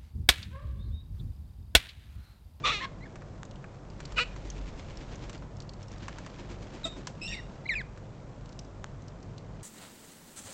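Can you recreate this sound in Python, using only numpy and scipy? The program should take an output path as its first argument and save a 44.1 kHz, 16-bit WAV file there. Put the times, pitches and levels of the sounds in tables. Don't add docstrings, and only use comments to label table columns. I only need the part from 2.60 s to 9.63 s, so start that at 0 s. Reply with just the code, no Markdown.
import sys
import numpy as np
from scipy import signal
from scipy.fft import rfft, irfft, next_fast_len
from scipy.io import wavfile
from scipy.ndimage import uniform_filter1d

SR = 44100
rng = np.random.default_rng(int(sys.argv[2]) if len(sys.argv) > 2 else 0)


def dump(signal):
    limited = np.clip(np.atleast_2d(signal).T, -1, 1)
    pcm = np.round(limited * 32767).astype(np.int16)
    wavfile.write(sys.argv[1], SR, pcm)


N = 310014


# (frequency [Hz], relative level [dB])
RUMBLE_COLOUR = [(50, -16), (80, -13), (100, 1), (115, -2), (138, 2), (175, -3), (200, -4.5), (240, -13),
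                 (400, -27), (1000, -58)]
RUMBLE_DB, HUM_DB = -47.5, -54.5
HUM_HZ = 99.5

# (start [s], end [s], feather rustle [dB], low buffeting [dB])
FLURRIES = [(.04, .18, -62, -47), (1.5, 2.68, -59.8, -42.5), (3.42, 4.38, -59.3, -46.5),
            (4.62, 4.95, -63.5, -46.5)]
# (first beat [s], last beat [s], low whoosh [dB], feather swish [dB], change of the swish [dB per s])
FLIGHTS = [(1.862, 2.745, -47, -55.5, 5), (3.215, 3.435, -54, -57, 17), (3.797, 4.497, -43, -50.5, -14)]
# (frequency [Hz], relative level [dB per Hz])
FEATHER_COLOUR = [(600, -5.5), (1200, 2.5), (2200, 4), (3500, 0.5), (5000, -3.5), (7300, -8), (8500, -30),
                  (10000, -39.5)]
# (frequency [Hz], relative level [dB per Hz])
AIR_COLOUR = [(150, -3), (280, 2.5), (420, -0.5), (580, 0), (750, -5), (1000, -7), (1600, -15), (3000, -30)]
# (frequency [Hz], relative level [dB per Hz])
WHOOSH_COLOUR = [(110, -16), (220, 6), (330, 4), (480, -6.5), (800, -8.5), (1500, -26)]
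# (frequency [Hz], relative level [dB per Hz])
BUFFET_COLOUR = [(12, -7), (25, 5), (38, 0), (49, 14), (62, -6), (85, -2), (160, -42)]
FLURRY_RISE_S, FLURRY_FALL_S = .21, .2
CALM_RUSTLE_DB, CALM_AIR_DB, CALM_BUFFET_DB = -68.3, -51.1, -49
AIR_FOLLOWS = .17
WINGBEATS_PER_S = 9
BEAT_SPREAD_DB = 1.1

# (time [s], pitch [Hz], level [dB], roughness [0-1])
SCREECHES = [
    [(.034, 1180, -50, .02), (.041, 1180, -26.5, .05), (.053, 1240, -20.5, .8), (.106, 1160, -23, .85),
     (.118, 1385, -27, .55), (.148, 1248, -28, .12), (.188, 1200, -35, .18), (.208, 1365, -39, .18)],
    [(1.559, 1400, -50, .25), (1.570, 1530, -31, .08), (1.586, 1330, -17.5, .95), (1.596, 1295, -20, .75),
     (1.604, 1430, -22.5, .35), (1.617, 1470, -23.5, .1), (1.636, 1440, -32, .6), (1.642, 1430, -55, .3)],
]
# (frequency [Hz], level [dB])
SCREECH_THROATS = [
    [(250, -35), (480, -4), (850, -13), (1230, -5), (1550, -12.5), (2050, 0.5), (2500, 2.5), (2880, 1.5),
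     (3100, -10), (3450, 1.5), (4100, -2), (4900, -16.5), (5600, -14), (7600, -22.5)],
    [(250, -44), (500, -6.5), (800, -17), (1350, -6.5), (1800, -8.5), (2450, 2), (2850, 2), (3200, -13),
     (4200, -8), (5200, -18), (6200, -25), (7400, -23)],
]
RASP = (.205, .056, 1000, 1070, 1070, -32.5, 7, .45)
WHINE = (.202, .070, 1760, 1760, 1520, -40, -6, .35)
CHIRPS = [(.402, .046, 1990, 2020, 2260, -52, 15, .1), (.451, .022, 1850, 1740, 1580, -50, -8, .22),
          (4.716, .044, 2700, 2400, 1930, -38, -11, .2), (4.760, .046, 2200, 2040, 1800, -43, 4, .17),
          (5.052, .019, 2040, 2070, 2420, -37, 8, .08), (5.072, .015, 3600, 3990, 3650, -43, 0, .08),
          (5.087, .064, 2330, 1905, 1680, -28.6, -14, .085), (5.134, .012, 1850, 2400, 2850, -32, 0, .11),
          (5.150, .072, 2450, 2280, 1400, -33, -11, .1)]
SQUEALS = [(4.237, .022, 4120, 3740, 3650, -28, 12, .07), (4.611, .150, 2530, 2770, 2770, -36.8, -1, .34)]
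GRUNT = (4.251, .037, 660, 655, 650, -39, -14, .22)
# (frequency [Hz], level [dB])
CHIRP_THROAT = [(1400, -7.5), (2200, -0.5), (3200, -8), (4100, 0), (5000, -16), (6200, -23), (7500, -16.5),
                (8500, -22)]
# (frequency [Hz], level [dB])
SQUEAL_THROAT = [(900, -23), (1900, -5), (2700, 0), (3700, 4.5), (4500, -6), (5500, 1), (6300, -22),
                 (7400, -7.5), (7900, -12), (8400, -13)]
# (frequency [Hz], level [dB])
GRUNT_THROAT = [(300, -8), (650, -8), (1300, -3.5), (1950, -14), (2600, -11), (4200, -13), (6000, -20.5),
                (8000, -8.5)]
NOTE_RAMP_DB = 22
SWOOP_S = .0025
ROUGH_DOUBLES, ROUGH_BLURS = .5, .5

# (time [s], peak level [dB], claw tick over wooden body [dB])
KNOCKS = [(0.557, -35.5, -2), (0.62, -41, -11), (1.042, -36.5, -12), (1.403, -33.5, 2), (1.522, -33, 2),
          (1.762, -36.5, -3), (2.696, -28.5, 6), (2.73, -35, 4), (2.823, -39, -10), (3.482, -28.5, -4),
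          (3.585, -28.5, -1), (3.663, -32.5, 0), (4.471, -21, 6), (5.375, -42.5, -2)]
# (frequency [Hz], level [dB])
TRAY_BODY = [(200, -29.5), (600, -9.5), (1000, 5), (1700, 0.5), (2600, -10), (3500, -39), (6000, -41)]
# (frequency [Hz], level [dB])
CLAW_TICK = [(1500, -34), (2700, 1), (3800, -0.5), (4800, 0.5), (6400, 0), (8000, -1.5)]
KNOCK_T60_S = .037

# (time [s], peak level [dB], ring [Hz])
CRACKS = [(0.852, -42, 6740), (0.9113, -41, 3550), (1.4531, -31, 4520), (1.9016, -32, 6190),
          (2.372, -39, 5280), (2.5561, -40, 6160), (2.7776, -44, 4680), (2.9682, -43, 5500),
          (3.0031, -35, 4480), (3.0205, -40, 4930), (3.0929, -36, 4470), (3.1353, -45, 4350),
          (3.2286, -41, 5330), (3.2829, -42, 5400), (3.3174, -43, 5860), (3.3817, -45, 5630),
          (5.8581, -43, 3800), (5.9229, -48, 4320), (5.9913, -33, 5420), (6.4817, -42, 4710),
          (6.78, -41, 4220)]
# (start [s], end [s], rate [cracks per s])
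NIBBLING = [(.7, 1.3, 3), (5.8, 6.1, 10), (6.3, 6.7, 5)]
NIBBLE_DB, NIBBLE_SPREAD_DB = -46, 1.2
NIBBLE_LOW_HZ, NIBBLE_HIGH_HZ = 3200, 6500

# (time [s], peak level [dB])
SNAPS = [(0.832, -24.5), (6.243, -20)]
# (frequency [Hz], level [dB])
BEAK = [(300, -18), (900, 2), (1600, 1.5), (2400, -9.5), (3700, -8.5), (4900, -19), (6700, -8),
        (8300, -17.5)]

# (frequency [Hz], level [dB])
MICROPHONE = [(12, -8), (35, 0), (7400, 0), (8000, -6), (8500, -13), (9000, -24)]
CUTOFF_HZ = 8900


def from_db(db):
    return 10 ** (np.asarray(db) / 20)


def rms_one(x):
    return x / np.sqrt(np.mean(x ** 2) + 1e-20)


def curves(rows, t):
    s, *columns = np.transpose(rows)
    return [np.interp(t, s, column) for column in columns]


def add(out, start, sound):
    i = round(start * SR)
    out[i:i + len(sound)] += sound[:N - i]


def colour(x, spectrum):
    size = 2 * next_fast_len(len(x) // 2 + 1024)
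    hz, db = np.transpose(spectrum)
    grid_hz = np.fft.rfftfreq(size, 1 / SR)
    gain = from_db(np.interp(np.log(grid_hz + 1), np.log(hz), db))
    cepstrum = irfft(np.log(gain))
    cepstrum[1:size // 2] *= 2
    cepstrum[size // 2 + 1:] = 0
    return irfft(rfft(x, size) * np.exp(rfft(cepstrum)))[:len(x)]


def drift(rate_hz, size):
    hz = np.fft.rfftfreq(size, 1 / SR)
    slowed = rfft(rng.standard_normal(size)) / (1 + (hz / rate_hz) ** 2)
    return rms_one(irfft(slowed, size))


def noise(spectrum):
    return rms_one(colour(rng.standard_normal(N), spectrum))


def rumble_and_hum():
    hum_hz = HUM_HZ * (1 + 0.02517 * drift(3.81, N))
    hum = np.sqrt(2) * np.sin(2 * np.pi * np.cumsum(hum_hz) / SR)
    return from_db(RUMBLE_DB) * noise(RUMBLE_COLOUR) + from_db(HUM_DB) * hum


def commotion():
    t = np.arange(N) / SR
    rises = []
    for start, end, rustle_db, buffet_db in FLURRIES:
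        shape = np.interp(t, [start - FLURRY_RISE_S, start, end, end + FLURRY_FALL_S], [0, 1, 1, 0])
        rises.append(np.outer([rustle_db - CALM_RUSTLE_DB, buffet_db - CALM_BUFFET_DB], shape))
    return np.max(rises, axis=0)


def wingbeats():
    rows = []
    for first, last, whoosh_db, swish_db, db_per_s in FLIGHTS:
        count = round((last - first) * WINGBEATS_PER_S) + 1
        for s in np.linspace(first, last, count):
            effort_db = BEAT_SPREAD_DB * rng.standard_normal()
            rows.append((s, whoosh_db + effort_db, swish_db + db_per_s * (s - first) + effort_db))
    return rows


def wings(rise_s, fall_s, grain_db, flicks_per_s):
    busy_db, gust_db = commotion()
    whoosh, swish = np.zeros(N), np.zeros(N)
    t = np.arange(-SR // 8, SR // 8) / SR
    swell = np.exp(-(t / np.where(t < 0, rise_s, fall_s)) ** 2)
    for s, whoosh_db, swish_db in wingbeats():
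        add(whoosh, s + t[0], from_db(whoosh_db) * swell)
        add(swish, s + t[0], from_db(swish_db) * swell)
    touches = rng.standard_normal(N) * (rng.random(N) < flicks_per_s / SR)
    flicks = rms_one(colour(touches, FEATHER_COLOUR))
    rustle_db = CALM_RUSTLE_DB + busy_db + grain_db * drift(200, N)
    feathers = from_db(rustle_db) * noise(FEATHER_COLOUR) + swish * flicks
    air = from_db(CALM_AIR_DB + AIR_FOLLOWS * busy_db) * noise(AIR_COLOUR) + whoosh * noise(WHOOSH_COLOUR)
    buffeting = from_db(CALM_BUFFET_DB + gust_db) * noise(BUFFET_COLOUR)
    return feathers + air + buffeting


def call(rows, throat, jitter, shimmer, hiss, chaos_hz, swing_db, flicker_db):
    t = np.arange(rows[0][0], rows[-1][0], 1 / SR)
    pitch, level_db, *shares = curves(rows, t)
    rough, doubling, tripling = np.clip(shares, 0, 1)
    shaky_pitch = pitch * (1 + jitter * rough * drift(chaos_hz, len(t)))
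    phase = 2 * np.pi * np.cumsum(shaky_pitch) / SR
    pulses = np.zeros(len(t))
    for k in range(1, int(6 * CUTOFF_HZ / pitch.min())):
        weight = tripling * (k % 6 in (2, 4)) + doubling * (k % 6 == 3) + (k % 6 == 0)
        weight = weight + (k == 6) * from_db(swing_db) * (1 - tripling)
        weight = weight * from_db(flicker_db * np.sqrt(rough) * drift(35, len(t)))
        lag = .07 * k ** 2
        audible = k / 6 * pitch < SR / 3
        pulses += weight * np.cos(k / 6 * phase - lag) * audible
    pulses *= 1 + shimmer * rough * drift(chaos_hz, len(t))
    air = hiss * rough * rng.standard_normal(len(t)) * (1 + np.cos(phase))
    voice = colour(pulses + air, throat)
    voice /= np.sqrt(np.abs(uniform_filter1d(voice ** 2, size=300)) + 1e-12)
    out = np.zeros(N)
    add(out, t[0], voice * from_db(level_db))
    return out


def screech(rows, break_s):
    t = np.arange(rows[0][0], rows[-1][0], .001)
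    pitch, level_db, rough = curves(rows, t)
    doubling = ROUGH_DOUBLES * rough
    tripling = (t > break_s) * (1 - ROUGH_BLURS * rough)
    return np.transpose([t, pitch, level_db, rough, doubling, tripling])


def note(row, attack_s, release_s, swoop=0, doubling=0, tripling=0, break_share=1):
    s, length, start_hz, middle_hz, end_hz, level_db, swell_db, rough = row
    u = np.linspace(0, 1, 100)
    pitch = np.polyval(np.polyfit([0, .5, 1], [start_hz, middle_hz, end_hz], 2), u)
    falling = end_hz < start_hz
    pitch = pitch * (1 + swoop * falling * np.exp(-u * length / SWOOP_S))
    opening = np.minimum(1, np.minimum(u * length / attack_s, (1 - u) * length / release_s))
    level = level_db + swell_db * (u - .5) + NOTE_RAMP_DB * (opening - 1)
    broken = u > break_share
    return np.transpose([s + u * length, pitch, level, np.full_like(u, rough),
                         doubling * rough * ~broken, tripling * rough * broken])


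def screeches():
    long_screech = call(screech(SCREECHES[0], break_s=.112), SCREECH_THROATS[0], jitter=0.0915,
                        shimmer=0.56, hiss=3.8, chaos_hz=400, swing_db=9.5, flicker_db=4.0)
    rasp = call(note(RASP, attack_s=.005, release_s=.007, doubling=.5), SCREECH_THROATS[0], jitter=0.09,
                shimmer=0.56, hiss=3.8, chaos_hz=400, swing_db=11, flicker_db=4.0)
    short_screech = call(screech(SCREECHES[1], break_s=1.55), SCREECH_THROATS[1], jitter=0.093,
                         shimmer=0.34, hiss=3.3, chaos_hz=296, swing_db=8, flicker_db=3.5)
    return from_db(-4) * (long_screech + rasp) + from_db(-4.5) * short_screech


def whine():
    return call(note(WHINE, attack_s=.003, release_s=.012), CHIRP_THROAT, jitter=.1,
                shimmer=0.98, hiss=1.2, chaos_hz=200, swing_db=20, flicker_db=6)


def chirps():
    out = np.zeros(N)
    for row in CHIRPS:
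        out += call(note(row, attack_s=.006, release_s=.004, swoop=.4), CHIRP_THROAT, jitter=.09,
                    shimmer=2.0, hiss=.8, chaos_hz=200, swing_db=10, flicker_db=6)
    return out


def garden(x, t60, delay, leaves):
    t = np.arange(SR // 2) / SR
    reflections = rng.random(len(t)) < 250 / SR
    echoes = rng.standard_normal(len(t)) * (reflections + leaves)
    response = echoes * from_db(-60 * t / t60) * (t > delay)
    return signal.fftconvolve(x, response / np.linalg.norm(response))[:N]


def contact(t60, scatter):
    t = np.arange(SR // 10) / SR
    burst = scatter * rng.standard_normal(len(t)) * from_db(-60 * t / t60)
    burst[0] += 1
    return burst


def knocks():
    out = np.zeros(N)
    for s, peak_db, tick_db in KNOCKS:
        blow = contact(KNOCK_T60_S, scatter=0.19)
        body = rms_one(colour(blow, TRAY_BODY))
        tick = rms_one(colour(blow, CLAW_TICK))
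        sound = body + from_db(tick_db) * tick
        add(out, s, from_db(peak_db) * sound / np.abs(sound).max())
    return out


def nibbles():
    rows = []
    for start, end, per_s in NIBBLING:
        for slot in np.arange(start, end - .5 / per_s, 1 / per_s):
            s = slot + rng.random() / per_s
            peak_db = NIBBLE_DB + NIBBLE_SPREAD_DB * rng.standard_normal()
            rows.append((s, peak_db, rng.uniform(NIBBLE_LOW_HZ, NIBBLE_HIGH_HZ)))
    return rows


def seed_cracks(t60, width_hz, snap):
    out = np.zeros(N)
    for s, peak_db, hz in list(CRACKS) + nibbles():
        split = colour(contact(t60, scatter=.25), CLAW_TICK)
        ring = signal.lfilter(*signal.iirpeak(hz, hz / width_hz, fs=SR), split)
        sound = ring + snap * split
        add(out, s, from_db(peak_db) * sound / np.abs(sound).max())
    return out


def beak_snaps():
    out = np.zeros(N)
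    click = colour(signal.unit_impulse(SR // 50), BEAK)
    for s, peak_db in SNAPS:
        add(out, s, from_db(peak_db) * click / np.abs(click).max())
    return out


def far_squeals():
    voice = np.zeros(N)
    for row in SQUEALS:
        rows = note(row, attack_s=.006, release_s=.005, doubling=.7, tripling=2.0, break_share=.44)
        voice += call(rows, SQUEAL_THROAT, jitter=0.054,
                      shimmer=1.0, hiss=.4, chaos_hz=200, swing_db=-5, flicker_db=8)
    echo = garden(voice, t60=0.31, delay=0.013, leaves=0.057)
    return from_db(-3.5) * voice + from_db(-10.5) * echo


def grunt():
    return call(note(GRUNT, attack_s=.005, release_s=.003), GRUNT_THROAT, jitter=0.073,
                shimmer=.6, hiss=2.9, chaos_hz=300, swing_db=5.5, flicker_db=-1)


def scene():
    calls = screeches() + from_db(-3.5) * whine() + from_db(-3.0) * chirps() + from_db(-0.5) * grunt()
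    cracks = seed_cracks(t60=.026, width_hz=760, snap=0.42)
    contacts = from_db(2.5) * knocks() + from_db(3.2) * cracks + from_db(2) * beak_snaps()
    near = calls + contacts
    echo = from_db(-19) * garden(near, t60=0.3, delay=0.014, leaves=0.11)
    flapping = wings(rise_s=0.015, fall_s=0.023, grain_db=3.26, flicks_per_s=1500)
    return (near + echo + far_squeals() + flapping + rumble_and_hum())[None]


def record(dry):
    dull = colour(dry[0], MICROPHONE)
    lowpass = signal.ellip(10, .2, 70, CUTOFF_HZ, fs=SR, output="sos")
    return signal.sosfilt(lowpass, dull)[None]


dry = scene()
out = record(dry)
dump(out)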